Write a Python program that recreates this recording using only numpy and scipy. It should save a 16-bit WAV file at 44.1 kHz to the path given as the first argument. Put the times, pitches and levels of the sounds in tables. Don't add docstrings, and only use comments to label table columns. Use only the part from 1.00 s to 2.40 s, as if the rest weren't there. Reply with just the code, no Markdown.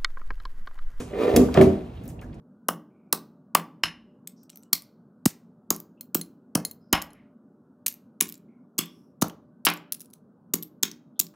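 import sys
import numpy as np
from scipy import signal
from scipy.fft import rfft, irfft
from scipy.io import wavfile
from scipy.ndimage import uniform_filter1d

SR = 44100
rng = np.random.default_rng(int(sys.argv[2]) if len(sys.argv) > 2 else 0)


def generate_wav(signal):
    frames = np.transpose(np.atleast_2d(signal))
    scaled = np.clip(frames, -1, 1) * 32767
    pcm = np.round(scaled).astype(np.int16)
    wavfile.write(sys.argv[1], SR, pcm)


def attenuation_scalar(level_db):
    decades = np.asarray(level_db, float) / 20
    return 10 ** decades


N = 61739
T = np.arange(N) / SR


def table(rows, hz):
    rows = np.array(rows, float)
    return np.interp(np.log(np.maximum(hz, 1)), np.log(rows[:, 0]), rows[:, 1])


def unit(x):
    return x / np.sqrt(np.mean(x ** 2))


def shape(x, gain):
    n = x.shape[-1]
    return irfft(rfft(x) * gain(np.arange(n // 2 + 1) * SR / n), n)


def octaves_from(hz, centre_hz):
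    return np.log2(np.maximum(hz, 1) / centre_hz)


def walk(rate_hz):
    k = int(SR / rate_hz)
    steps = np.repeat(rng.standard_normal(N // k + 1), k)
    return 0.97 * uniform_filter1d(uniform_filter1d(steps, k), k)[:N]


def push(contact_ms):
    phase = (np.arange(256) + .5) / (max(contact_ms, .05) * SR / 1000)
    force = np.sin(np.pi * np.clip(phase, 0, 1))
    return force / force.sum()


def blows(rows):
    force = np.zeros(N + 256)
    for start_s, level_db, contact_ms in rows:
        i = int(start_s * SR)
        force[i:i + 256] += attenuation_scalar(level_db - 6.5) * push(contact_ms)
    return force[:N]


def ring(force, modes):
    wobble_db, wobble_hz, max_cycles = 1.5, 34.87, 75
    out = 0
    for pitch_hz, level_db, t60_s in modes:
        t60_s = np.clip(t60_s, .01, max_cycles / pitch_hz)
        pole = np.exp(2j * np.pi * pitch_hz / SR - np.log(1000) / (t60_s * SR))
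        mode = signal.lfilter([1], [1, -pole], force).imag
        out = out + attenuation_scalar(level_db + wobble_db * walk(wobble_hz)) * mode
    return out


# pitch_hz, side_db
SIDE_COLOUR = [(60, -32), (250, -15), (500, -7), (1000, 1), (4000, -1), (14000, 1.5)]


def wide(mid, side):
    side = shape(side, lambda f: attenuation_scalar(table(SIDE_COLOUR, f)))
    return np.array([mid + side, mid - side])


# start_s, judder_db, grit_db
DRAG_PATH = [(0, -42, -42.5), (0.057, -58, -56), (0.127, -47, -53.5), (.138, -40.5, -52),
             (0.224, -28.5, -38.5), (.3, -30.5, -40), (0.416, -34.5, -42.5), (0.499, -45.5, -55),
             (0.543, -49, -44), (0.571, -23.5, -34.5), (0.628, -33, -42.5), (.73, -46, -49.5),
             (.86, -54, -60), (1.101, -76, -60), (1.17, -60, -82), (1.4, -68, -66)]
# pitch_hz, level_db
GRIT_COLOUR = [(300, -2.5), (1100, -0.5), (1500, -1.5), (2000, -4.5), (2600, -3), (3700, -7), (5500, -17),
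               (15000, -25)]


def drag():
    slip_hz, slip_jitter, slip_scatter_db, slip_ms, slip_noise = 95, .3, 1.5, .4, .06
    grain_scatter_db, grains_per_s, flicker_db, flicker_hz = .5, 6000, 1.5, 37.9
    start_s, judder_db, grit_db = np.array(DRAG_PATH).T
    chance = rng.standard_normal((400, 2))
    at = (np.cumsum(np.exp(slip_jitter * chance[:, 0])) * SR / slip_hz).astype(int)
    jolts = np.zeros(N)
    jolts[at[at < N]] = attenuation_scalar(slip_scatter_db * chance[at < N, 1])
    jolts = jolts + slip_noise * rng.standard_normal(N)
    jolts = np.convolve(jolts, push(slip_ms))[:N] * attenuation_scalar(np.interp(T, start_s, judder_db))
    grains = (rng.random(N) < grains_per_s / SR) * rng.standard_normal(N)
    grains = grains * attenuation_scalar(grain_scatter_db * rng.exponential(size=N))
    grit = unit(shape(grains, lambda f: attenuation_scalar(table(GRIT_COLOUR, f))))
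    return jolts, grit * attenuation_scalar(np.interp(T, start_s, grit_db) + flicker_db * walk(flicker_hz))


# start_s, level_db, contact_ms
EDGE_SLIPS = [(.119, -33, 0.76), (.136, -32, 1.5), (.156, -32, 0.33), (.167, -33, 0.59), (.178, -39, 1),
              (.188, -22, 1.6), (.200, -13.5, 1.63), (.209, -29.5, 0.41), (.216, -16.5, 0.69),
              (.226, -28.5, 0.21), (.234, -18, 0.32), (.244, -18, 0.53), (.254, -17, 0.57),
              (.262, -19.5, 1.3), (.281, -13, 0.36), (.293, -19, 0.48), (.301, -16.5, 0.46),
              (.316, -18.5, 0.53), (.325, -17.5, 0.98), (.331, -14.5, 0.69), (.341, -19, 0.27),
              (.350, -14, 0.46), (.364, -14, 0.61), (.376, -12.5, 0.62), (.402, -23.5, 0.69),
              (.420, -14.5, 0.67), (.427, -21, 0.65), (.437, -21, 0.65), (.453, -29, 0.53)]
# pitch_hz, level_db, t60_s
PINCHED_MODES = [(261.4, -11, 0.14), (398, 3.5, 0.037), (447.2, -1, 0.14), (501.4, -2, 0.14),
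                 (575, -2.5, 0.067), (652, -4.5, 0.042), (730, -15.5, 0.1), (943, -10.5, 0.042),
                 (1160, -10.5, 0.081), (1230, -34, 0.12), (1838, -8.5, 0.046), (2060, -12.5, 0.066),
                 (2424, -6, 0.1)]


def pinched_toy(jolts):
    low_hz = 183
    rub = ring(jolts + blows(EDGE_SLIPS), PINCHED_MODES)
    return shape(rub, lambda f: 1 / (1 + (low_hz / np.maximum(f, 1)) ** 4))


# start_s, level_db, contact_ms
TOY_POPS = [(.002, -28, 1.04), (.337, -2.5, 5.8), (.349, -23.5, 0.19), (.3615, -10, 0.63), (.374, -6, 1.38),
            (.393, -5, 1.56), (.4035, -13, 1.9), (.4085, -11, 1.98), (.434, -9, 2.76), (.462, -15.5, 2.26),
            (.468, -51, 1.7), (.487, -25.5, 1.4), (.497, -20.5, 3.2), (.512, -33, 2.4), (1.013, -40, 0.84),
            (1.057, -32, 2.28), (1.152, -58, 3.4), (1.243, -34, 2.1), (1.295, -30, 3.5)]
# pitch_hz, level_db, t60_s
FREE_TOY_MODES = [(78.2, -6, 0.32), (200, -50, 0.41), (249.66, 1.5, 0.34), (298.8, -0.5, 0.29),
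                  (394.4, 1.5, 0.097), (468, -32, 0.13), (459.6, 1.5, 0.099), (580, -10, 0.15),
                  (686, -9, 0.15), (770, -55, 0.068), (1050, -10, 0.057)]


def free_toy():
    return ring(blows(TOY_POPS), FREE_TOY_MODES)


# start_s, level_db, contact_ms
DOOR_BUMPS = [(.549, -21, 0.29), (.553, -16.5, 0.91), (.557, -30, 0.25), (.565, -21.5, 0.63),
              (.5733, -13, 0.83), (.5754, -1.5, 0.64), (.5795, -3.5, 3.3), (.588, -12.5, 1.44),
              (.594, -8, 0.69), (.6041, -0.5, 1.33), (.6125, -5, 0.26), (.6174, -9, 0.96),
              (.6247, -7, 1.08), (.628, -7, 1.28), (.641, -12.5, 2), (.647, -7, 1.77), (.658, -19, 1.6),
              (.6725, -6.5, 1.62), (.683, -18, 1.7), (.6961, -24, 1.8), (.7065, -28.5, 1.2),
              (.731, -22.5, 3), (.750, -31, 3)]
# pitch_hz, level_db, t60_s
DOOR_MODES = [(88, -13, 0.17), (162, -6.5, 0.11), (209.6, -9.5, 0.48), (243.3, -8, 0.37), (289.9, -11, 0.3),
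              (325.6, -6, 0.22), (388, -7, 0.044), (429, -4, 0.096), (480, -26, 0.18), (564.3, -10, 0.1),
              (619, 1, 0.058), (665.5, -2.5, 0.15), (763, -18, 0.15), (918, -21.5, 0.098)]


def door():
    return ring(blows(DOOR_BUMPS), DOOR_MODES)


# start_s, level_db, free_ring_s
PANEL_BLOWS = [
    (0.5758, -12, 0.026),
    (0.6049, -5.5, 0.025),
    (.6679, -17, 0.033),
]


def panel():
    pitch_hz, t60_s, rise_ms, still_ms = 383.2, 0.31, 1.8, 8
    out = 0
    for start_s, level_db, free_ring_s in PANEL_BLOWS:
        t = np.maximum(T - start_s, 0)
        rise = 1 - np.exp(-1000 * t / rise_ms)
        still = np.exp(-1000 * np.maximum(t - free_ring_s, 0) / still_ms)
        note = np.sin(2 * np.pi * pitch_hz * t)
        out = out + attenuation_scalar(level_db - 60 * t / t60_s) * rise * still * note
    return out


# start_s, level_db, centre_hz, width_octaves, t60_ms
CRACKS = [(0.0018, -48, 7150, 0.91, 304), (0.3624, -16.5, 6500, 0.57, 21), (0.3626, -17, 14000, 2.9, 27),
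          (0.3627, -22.5, 2180, 1.53, 57), (0.366, -23.5, 10360, 0.5, 37), (0.28, -57, 10900, 0.58, 30),
          (.485, -29.5, 900, 0.94, 52), (0.133, -44, 1900, 0.83, 89), (0.62, -48.5, 2400, 0.67, 100),
          (0.5418, -30, 5100, 1.8, 11), (.549, -30, 890, 1.44, 400), (0.5729, -22, 1610, 1.37, 42),
          (0.574, -38, 5800, 0.79, 19), (0.6119, -17, 1780, 0.96, 37.5), (0.6115, -32, 3800, 2.9, 144)]
# start_s, level_db, centre_hz, width_octaves, t60_ms
MORE_TICKS = [(0.9707, -56, 2900, 0.72, 90), (0.973, -55, 3670, 0.32, 19),
              (1.036, -57.5, 11300, 2.7, 160), (1.053, -52, 14600, 0.3, 32),
              (1.055, -59, 7150, 1.6, 33), (1.075, -63, 10900, 3.2, 13),
              (1.078, -40.5, 11700, 1.7, 27), (1.089, -45.5, 7800, 0.49, 32),
              (1.096, -52, 9600, 3.6, 120), (1.19, -48, 2880, 0.19, 38),
              (1.2135, -49.5, 7340, 2.8, 26), (1.215, -48, 2010, 0.35, 47),
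              (1.227, -52, 1620, 0.22, 110), (1.216, -48.5, 1460, 1.14, 130),
              (1.222, -63, 5460, 2.5, 220), (1.327, -58.5, 2350, 0.73, 110),
              (1.342, -61.5, 6040, 1.2, 57), (0.359, -35.5, 12500, 3.6, 54),
              (.5418, -30, 3000, 1.9, 29), (1.191, -52.5, 2500, 0.91, 57), (1.243, -64, 6200, .8, 40),
              (1.261, -56, 1607, .6, 34), (1.297, -55, 1650, .6, 25), (1.330, -62, 4200, 0.42, 35),
              (.369, -26.5, 9100, 1.2, 14)]


def ticks():
    size = 8192
    out, t = np.zeros(N + size), np.arange(size) / SR
    for start_s, level_db, centre_hz, width_octaves, t60_ms in [*CRACKS, *MORE_TICKS]:
        noise = rng.standard_normal(size)
        band = unit(shape(noise, lambda f: np.exp(-2 * (octaves_from(f, centre_hz) / width_octaves) ** 2)))
        attack = np.clip(t * centre_hz * width_octaves / 2, 0, 1)
        i = int(start_s * SR)
        out[i:i + size] += attenuation_scalar(level_db - 60000 * t / t60_ms) * attack * band
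    return out[:N]


# pitch_hz, t60_s
HALL_DECAY = [(90, 0.61), (250, 0.45), (700, 0.46), (2000, 0.13), (6000, 0.35), (13000, 0.12)]


def hall(x):
    lag_ms = 0.83
    t = np.arange(32768) / SR
    tail = 0
    for pitch_hz, t60_s in HALL_DECAY:
        noise = rng.standard_normal((2, len(t)))
        band = shape(noise, lambda f: np.exp(-(octaves_from(f, pitch_hz) / 1.47) ** 2))
        tail = tail + band * attenuation_scalar(-60 * t / t60_s)
    tail = tail * np.clip(t * 1000 / lag_ms - .5, 0, 1)
    mid, side = tail / np.sqrt(np.sum(tail[0] ** 2))
    return signal.fftconvolve(x[None], wide(mid, side), axes=1)[:, :N]


# pitch_hz, level_db_per_hz
HOUSE_COLOUR = [(26, -51), (45, 1.5), (250, -10), (408, -20), (733, -24), (809, -25.5), (914, -30),
                (1200, -38), (15600, -75)]


def house():
    level_db, pan_db = -39.5, -1.2
    out, swell_db = 0, walk(6.2)
    for pitch_hz in 30 * 2 ** np.arange(0, 9.1, .5):
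        colour = lambda f: attenuation_scalar(table(HOUSE_COLOUR, f)) * np.exp(-(octaves_from(f, pitch_hz) / 0.35) ** 2)
        noise = shape(rng.standard_normal((2, N)), colour)
        out = out + noise * attenuation_scalar(swell_db + 2.2 * walk(11.0))
    return unit(wide(*out)) * attenuation_scalar(level_db + np.array([[.5], [-.5]]) * pan_db)


# pitch_hz, phase_rad
PORT_LEAD = [(100, 0.1), (400, -0.41), (860, 1.5), (1300, -.6), (3000, 1.38), (6000, 0.5), (8500, -2),
             (13000, 1)]
# pitch_hz, level_db
PORT_BALANCE = [(60, 0), (110, -1.2), (200, 1), (380, -2.5), (700, -1.5), (1290, 1.5), (2380, -1),
                (4400, 0.5), (8120, 1.2), (15000, 0)]


def ports(x):
    def port(side):
        gain = lambda f: attenuation_scalar(side * table(PORT_BALANCE, f) / 2)
        lead = lambda f: np.exp(.5j * side * table(PORT_LEAD, f))
        return shape(x, lambda f: gain(f) * lead(f))
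    return np.array([port(1), port(-1)])


def scene():
    radiate_hz, body_hall_db, tick_hall_db = 81, -12, -10.5
    jolts, grit = drag()
    body = pinched_toy(jolts) + free_toy() + door() + panel()
    body = signal.sosfilt(signal.butter(2, radiate_hz, "high", fs=SR, output="sos"), body)
    bright = ticks() + grit
    echo = hall(attenuation_scalar(body_hall_db) * body + attenuation_scalar(tick_hall_db) * bright)
    return ports(body + bright) + echo + house()


def top_cut(x):
    return signal.sosfilt(signal.butter(12, 15800, fs=SR, output="sos"), x)


def record(dry):
    ceiling, low_hz, top_hz = 0.86, 46, 15600
    mix = ceiling * np.tanh(dry / ceiling)
    mix = signal.sosfilt(signal.butter(3, low_hz, "high", fs=SR, output="sos"), mix)
    mix = signal.sosfilt(signal.ellip(8, .2, 70, top_hz, fs=SR, output="sos"), mix)
    return top_cut(mix)


dry = scene()
out = record(dry)
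generate_wav(out)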